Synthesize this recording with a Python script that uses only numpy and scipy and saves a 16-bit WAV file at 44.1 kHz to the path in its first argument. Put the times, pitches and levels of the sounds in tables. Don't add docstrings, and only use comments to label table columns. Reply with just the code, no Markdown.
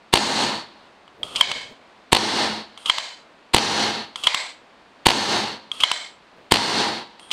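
import sys
import numpy as np
from scipy import signal
from scipy.fft import rfft, irfft
from scipy.io import wavfile
from scipy.ndimage import uniform_filter1d

SR = 44100
rng = np.random.default_rng(int(sys.argv[2]) if len(sys.argv) > 2 else 0)


def transcribe(signal):
    frames = np.atleast_2d(signal).T
    limited = np.clip(frames, -1, 1)
    pcm = np.round(limited * 32767).astype(np.int16)
    wavfile.write(sys.argv[1], SR, pcm)


N = 322812
T = np.arange(N) / SR
HIT, MOVE = T[:4096], T[:32768]

# (frequency [Hz], level [dB])
ROOM_SPECTRUM = [(25, -22.5), (60, -15.5), (110, -16), (220, -7), (290, -5.5), (400, -8), (650, -5.5),
                 (1000, -6.5), (1400, -10), (2400, -14), (4400, -19.5), (5600, -28.5), (9000, -36),
                 (11000, -47.5), (16000, -57)]
GRIP_SPECTRUM = [(30, -11.5), (70, -7), (130, -3), (210, -2), (400, -2), (600, 1.5), (1000, -20),
                 (3000, -42.5)]
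# (centre time [s], half length [s], level [dB])
GRIP_SHIFTS = [(1.27, .11, -46), (1.525, .17, -50), (6.42, 0.065, -59)]

# (impact time [s], blow [dB], graze re blow [dB], first flight [s], bounces [count],
# air [dB], delay until the valve shuts [s])
PUSHES = [(0.1375, 1, -1.5, .0180, 2, 1, .495), (2.1290, 1.5, 0.5, .0191, 2, .5, .505),
          (3.5451, 0.5, 1, .0187, 2, 1, .515), (5.0663, 2, 3, .0190, 3, .5, .505),
          (6.5203, 0.5, -0.5, .0188, 3, 1, .515)]
# (intake length [s], intake [dB], seepage [dB], hollow whistle [dB], thin whistle [dB])
RETURN_STROKES = [((1.2312, 1.3585, 1.4104, 1.5145), (-3, 0, 3, 2, -4), (.425, -1.5, -40.5, -7, -27)),
                  ((2.7752, 2.8575, 2.8982, 2.9827), (-9, -19, -5.5, -1, -3), (.41, -2.8, -47.5, -20, -28)),
                  ((4.1578, 4.2358, 4.2706, 4.3445), (2, -10, 0, 0, 4), (.385, .5, -40.5, -22, -14.5)),
                  ((5.7158, 5.8025, 5.8360, 5.9145), (-1, -1.5, -1.5, 0, 3), (.39, -.7, -41.5, -18, -13.5)),
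                  ((7.1950, 7.3130, 7.35, 7.43), (-13, -35, 3, 0, 0), (.4, -1, -53, -16, -15))]

# (frequency [Hz], level [dB])
LEAK_SPECTRUM = [(100, -9), (600, -4.5), (1200, 4.5), (1800, -11), (2700, -1), (4500, -2), (5800, -9.5),
                 (8000, -9.5), (10200, -14.5), (11400, -17.5), (15500, -42)]
INTAKE_SPECTRUM = [(100, -33), (300, -21.5), (480, -11.5), (640, -2), (1050, -4.5), (1400, -7.5),
                   (2100, -0.5), (4400, -1), (5600, -9.5), (8200, -15), (10000, -28.5), (15000, -52)]
# (frequency [Hz], width [Hz], gain [dB])
LEAK_RESONANCES = [(1270, 150, 4.8), (2700, 240, 4.7), (3250, 220, 16), (8900, 700, 6)]
INLET_RESONANCES = [(1000, 120, 5.5), (1640, 90, 4.5), (2200, 120, 6.5), (2720, 400, -7.5),
                    (3093, 150, 7.5), (4050, 160, 5), (4760, 94, 5), (5660, 200, -3.5), (6000, 120, 2.5),
                    (6750, 150, 3), (7650, 100, 1.5)]
HOLLOW_RESONANCES = [(2200, 77, 1.5), (3040, 120, -0.5)]
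THIN_RESONANCES = [(7570, 170, 0), (8000, 540, -2)]
# (frequency [Hz], width [Hz], gain [dB])
SIZZLE, SQUEAK, OUTLET_WHISTLE = [(8900, 900, 0)], [(3000, 450, 0)], [(4400, 200, 0)]

# (frequency [Hz], level [dB], t60 [s])
PLATE_MODES = [(2123, -14, 0.011), (2550, -19.5, 0.015), (3060, -3.5, 0.022), (3330, -2.5, .015),
               (4030, -17, .012), (4700, -19.5, .01), (8350, -25, .01)]
HOUSING_MODES = [(200, -32, 0.017), (682, -20.5, 0.011), (994, -11, 0.019), (1250, -10, 0.012),
                 (2090, -16.5, .012)]
JOLT_MODES = [(75, -25.5, 0.0093)]
# (frequency [Hz], level [dB])
CHAFE_SPECTRUM = [(200, -17.5), (900, -6.5), (1700, -18), (2600, 6), (3200, 4.5), (4600, 0), (5700, -5),
                  (7000, -8), (8300, -4), (10000, -19), (12000, -23.5), (16000, -42.5)]
# (force [dB], housing [dB], scrape [dB], scrape length [s])
SLACK, STIR, UNSEAT = (-39.5, 8, -16, .004), (-17, 0, -12, .0038), (-30, 4, -8, .004)
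LIFT, CHATTER = (-16.5, -14, -6, .008), (-7, -8, -21, .0026)
SNAP, LINKAGE = (1.5, .5, -18.5, .003), (-11.5, 7.5, -6, .0038)

# (frequency [Hz], level [dB])
RUSH_SPECTRUM = [(40, -25), (100, -10.5), (200, -5.5), (330, 0), (560, -3.5), (880, 1), (1300, -4.5),
                 (2300, -7.5), (3100, -4.5), (4500, -4), (5400, -16.5), (7000, -26.5), (9000, -33.5),
                 (15000, -51)]
JET_SPECTRUM = [(2000, -29.5), (4500, 6.5), (6000, 5), (7300, -1.5), (9000, -2.5), (9800, -13),
                (10500, -12), (11300, -22), (11800, -18), (13000, -30.5), (15500, -33.5)]
# (frequency [Hz], width [Hz], gain [dB])
CAVITY_RESONANCES = [(106, 16, 7), (127, 12, -8), (147, 11, 6.5), (218.3, 12, 15.5), (245, 7.8, -9.5),
                     (263, 14, 6.5), (341, 11, 6), (420, 11, 3.5), (812, 22, 7), (850, 16, 3.5),
                     (948, 16, 7.5), (1000, 16, 2), (1610, 29, 5), (1790, 50, 5.5), (2020, 50, 2),
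                     (2140, 23, 7), (2330, 100, -2), (2860, 140, 2), (3960, 130, 3), (4264, 130, 4.5)]

# (frequency [Hz], level [dB])
KNOCK_SPECTRUM = [(60, -12), (250, -6), (900, 5), (1400, -7.5), (3000, 1.5), (3800, -3.5), (4500, 2),
                  (5200, -16), (9000, -32), (16000, -56.5)]
SCRAPE_SPECTRUM = [(200, -18), (900, -11), (1700, -5), (3100, 7), (4600, 1.5), (5600, -13), (7000, -7),
                   (8700, -1.5), (10500, -14), (12500, -17), (16000, -34.5)]
# (frequency [Hz], level [dB], t60 [s])
BODY_MODES = [(71.8, -10, 0.02), (327, -3, 0.012), (915, -1.5, 0.015)]
# (knock [dB], thump [dB], scrape [dB], scrape length [s])
GRAZE, SLAM, BOUNCE = (-4.5, -11.5, -17.5, .0028), (1, 3.8, -5.5, .0034), (-4.5, -9.5, -14, .0032)

SHUT_S = .034


def undb(db):
    return 10 ** (np.asarray(db) / 20)


def add(out, at, sound):
    i = int(np.clip(round(at * SR), 0, N))
    out[i:i + len(sound)] += sound[:N - i]


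def noise(spectrum, resonances=(), size=N, ripple_db=0):
    f = np.maximum(np.arange(size // 2 + 1) * SR / size, 1)
    hz, db = np.transpose(spectrum)
    knots = np.arange(0, SR / 2, 110)
    ripple = np.interp(f, knots, rng.standard_normal(len(knots))) * np.minimum(f / 2000, 1)
    gain = undb(np.interp(np.log(f), np.log(hz), db) + ripple_db * ripple)
    for centre, width, peak_db in resonances:
        gain *= 1 + (undb(peak_db) - 1) / (1 + (2 * (f - centre) / width) ** 2)
    y = irfft(rfft(rng.standard_normal(size)) * gain, size)
    return y / y.std()


def whistle(resonances):
    f = np.arange(len(MOVE) // 2 + 1) * SR / len(MOVE)
    gain = sum(undb(db) / (1 + (2 * (f - hz) / width) ** 2) for hz, width, db in resonances)
    y = irfft(rfft(rng.standard_normal(len(MOVE))) * gain)
    return y / y.std()


def flutter(rate_hz, spread_db):
    hold = int(SR / rate_hz)
    level = uniform_filter1d(rng.standard_normal(N)[np.arange(N) // hold], hold)
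    return undb(spread_db * level / level.std())


def ring(modes, detune):
    out = np.zeros(len(HIT))
    for k, (hz, db, t60) in enumerate(modes):
        pitch = hz * (1 + detune * rng.standard_normal())
        out += (-1) ** k * undb(db - 60 * HIT / t60) * np.sin(2 * np.pi * pitch * HIT)
    return out


def burst(length):
    u = 2 * HIT / length
    return u ** 2 * np.exp(2 * (1 - u))


def impulse(spectrum, size=4096):
    hz, db = np.transpose(spectrum)
    f = np.maximum(np.arange(size // 2 + 1) * SR / size, 1)
    cepstrum = irfft(np.log(undb(np.interp(np.log(f), np.log(hz), db))))
    cepstrum[1:size // 2] *= 2
    cepstrum[size // 2 + 1:] = 0
    click = irfft(np.exp(rfft(cepstrum)))
    return click / np.abs(click).max()


def room_tone():
    return noise(ROOM_SPECTRUM) * undb(-51.6) * flutter(rate_hz=7.6, spread_db=.6)


def reverberate(direct, wet_db=-26, t60=.52, damp_hz=4000):
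    tail = rng.standard_normal(SR) * undb(-60 * T[:SR] / t60)
    tail = signal.sosfilt(signal.butter(2, damp_hz, fs=SR, output="sos"), tail)
    return direct + undb(wet_db) * signal.fftconvolve(direct, tail / np.linalg.norm(tail))[:N]


def grip():
    pressure = sum(undb(db) * np.exp(-((T - at) / half) ** 2) for at, half, db in GRIP_SHIFTS)
    return pressure * noise(GRIP_SPECTRUM) * flutter(rate_hz=38, spread_db=5)


def valve_gap(ping_hz=3250, ping_s=.0032, squeak_db_per_s=250, hang_s=.045):
    out = np.zeros(N)
    for (stir, lift, _, _), (_, ping_db, *_), _ in RETURN_STROKES:
        add(out, stir, undb(ping_db - 11) * burst(ping_s) * np.sin(2 * np.pi * ping_hz * HIT))
        add(out, stir, undb(-58) * whistle(SIZZLE) * (MOVE < lift - stir))
        add(out, lift, undb(-27 - squeak_db_per_s * MOVE) * whistle(SQUEAK))
    for start, *_, shut in PUSHES:
        opening = (1 - np.tanh((MOVE - shut - hang_s) / SHUT_S)) / 2
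        drive = rush_flow(shut) ** .6
        add(out, start, undb(-23.5) * opening * drive * whistle(OUTLET_WHISTLE))
    return out


def air_intake(lifted_db=-29.3, fade_db=51):
    leak, intake = np.zeros(N), np.zeros(N)
    for (stir, lift, snap, knock), _, (length, db, seep_db, hollow_db, thin_db) in RETURN_STROKES:
        leak[(T > stir) & (T < lift)] = undb(seep_db)
        leak[(T >= lift) & (T < snap)] = undb(lifted_db)
        hiss = noise(INTAKE_SPECTRUM, INLET_RESONANCES, size=len(MOVE), ripple_db=2.4)
        hollow = undb(hollow_db) * whistle(HOLLOW_RESONANCES)
        thin = undb(thin_db) * whistle(THIN_RESONANCES) * (MOVE > knock - snap)
        flow = undb(db - 27.2 - fade_db * (MOVE / length) ** 2.6)
        add(intake, snap, flow * (hiss + hollow + thin))
    seepage = leak * noise(LEAK_SPECTRUM, LEAK_RESONANCES)
    return (seepage + intake) * flutter(rate_hz=140, spread_db=1.2)


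def valve_contacts():
    rows = [(1.078, 0, SLACK)]
    for (stir, lift, snap, knock), (stir_db, _, lift_db, snap_db, knock_db), _ in RETURN_STROKES:
        rows += [(stir, stir_db, STIR),
                 (lift - .007, lift_db, UNSEAT), (lift, lift_db, LIFT),
                 (snap - .0018, 0, CHATTER), (snap, snap_db, SNAP), (snap + .003, 0, CHATTER),
                 (knock, knock_db, LINKAGE)]
    return rows


def valve():
    out, pressure = np.zeros(N), np.zeros(N)
    for at, strength_db, (db, housing_db, scrape_db, length) in valve_contacts():
        force = undb(db + strength_db)
        plate = ring(PLATE_MODES, detune=.017)
        housing = undb(housing_db) * ring(HOUSING_MODES, detune=.03)
        add(out, at, force * (plate + housing))
        add(out, at, force ** 2 * ring(JOLT_MODES, detune=.026))
        add(pressure, at, force * undb(scrape_db) * burst(length))
    return out + pressure * noise(CHAFE_SPECTRUM)


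def rush_flow(shut, swell_at_s=.28, swell_width_s=.058, ease_at_s=.333, ease_db_per_s=52):
    swell_db = 3.3 * np.exp(-((MOVE - swell_at_s) / swell_width_s) ** 2)
    ease_db = ease_db_per_s * np.maximum(MOVE - ease_at_s, 0)
    closing_db = 13.5 * (1 + np.tanh((MOVE - shut) / SHUT_S)) / 2
    return undb(-24.5 + swell_db - ease_db - closing_db)


def air_rush(jet_db=-8.4, jet_power=1.18, jet_fade_db=7):
    out = np.zeros(N)
    for start, *_, air_db, shut in PUSHES:
        flow = undb(air_db) * rush_flow(shut)
        cavity = flow * noise(RUSH_SPECTRUM, CAVITY_RESONANCES, size=len(MOVE), ripple_db=.5)
        jet_drive = flow.max() * (flow / flow.max()) ** jet_power
        jet = jet_drive * noise(JET_SPECTRUM, size=len(MOVE), ripple_db=2.8)
        add(out, start, cavity + undb(jet_db - jet_fade_db * (MOVE / shut) ** 2) * jet)
    return out * flutter(rate_hz=170, spread_db=.49)


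def piston(slide_s=.0135, restitution=.88, bounce_loss_db=7.5):
    out, pressure = np.zeros(N), np.zeros(N)
    knock = impulse(KNOCK_SPECTRUM)

    def touch(at, db, contact, loss_db=0):
        knock_db, thump_db, scrape_db, length = contact
        thump = undb(thump_db - loss_db) * ring(BODY_MODES, detune=.035)
        add(out, at, undb(db) * (thump - undb(knock_db) * knock))
        add(pressure, at, undb(db + scrape_db - loss_db) * burst(length))

    for at, blow_db, graze_db, flight, bounces, _, _ in PUSHES:
        recoil = -undb(blow_db) * knock
        add(pressure, at - slide_s, undb(graze_db - 31) * burst(slide_s))
        touch(at - .0084, blow_db + graze_db - 3.5, GRAZE, loss_db=5)
        touch(at - .0055, blow_db + graze_db, GRAZE)
        touch(at, blow_db, SLAM)
        add(out, at + .0034, recoil)
        for k in range(bounces):
            at += flight
            touch(at, blow_db, BOUNCE, k * bounce_loss_db)
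            if k < 2:
                add(out, at + .24 * flight, recoil)
            flight *= restitution
    return out + pressure * noise(SCRAPE_SPECTRUM)


def scene():
    background = room_tone()
    pump = piston() + valve() + valve_gap() + air_rush() + air_intake() + grip()
    mono = reverberate(pump) + background
    return np.array([mono, mono])


def record(dry, ceiling=.97, top_hz=15700):
    clipped = dry / (1 + (dry / ceiling) ** 6) ** (1 / 6)
    return signal.sosfilt(signal.ellip(8, .2, 70, top_hz, fs=SR, output="sos"), clipped)


dry = scene()
out = record(dry)
transcribe(out)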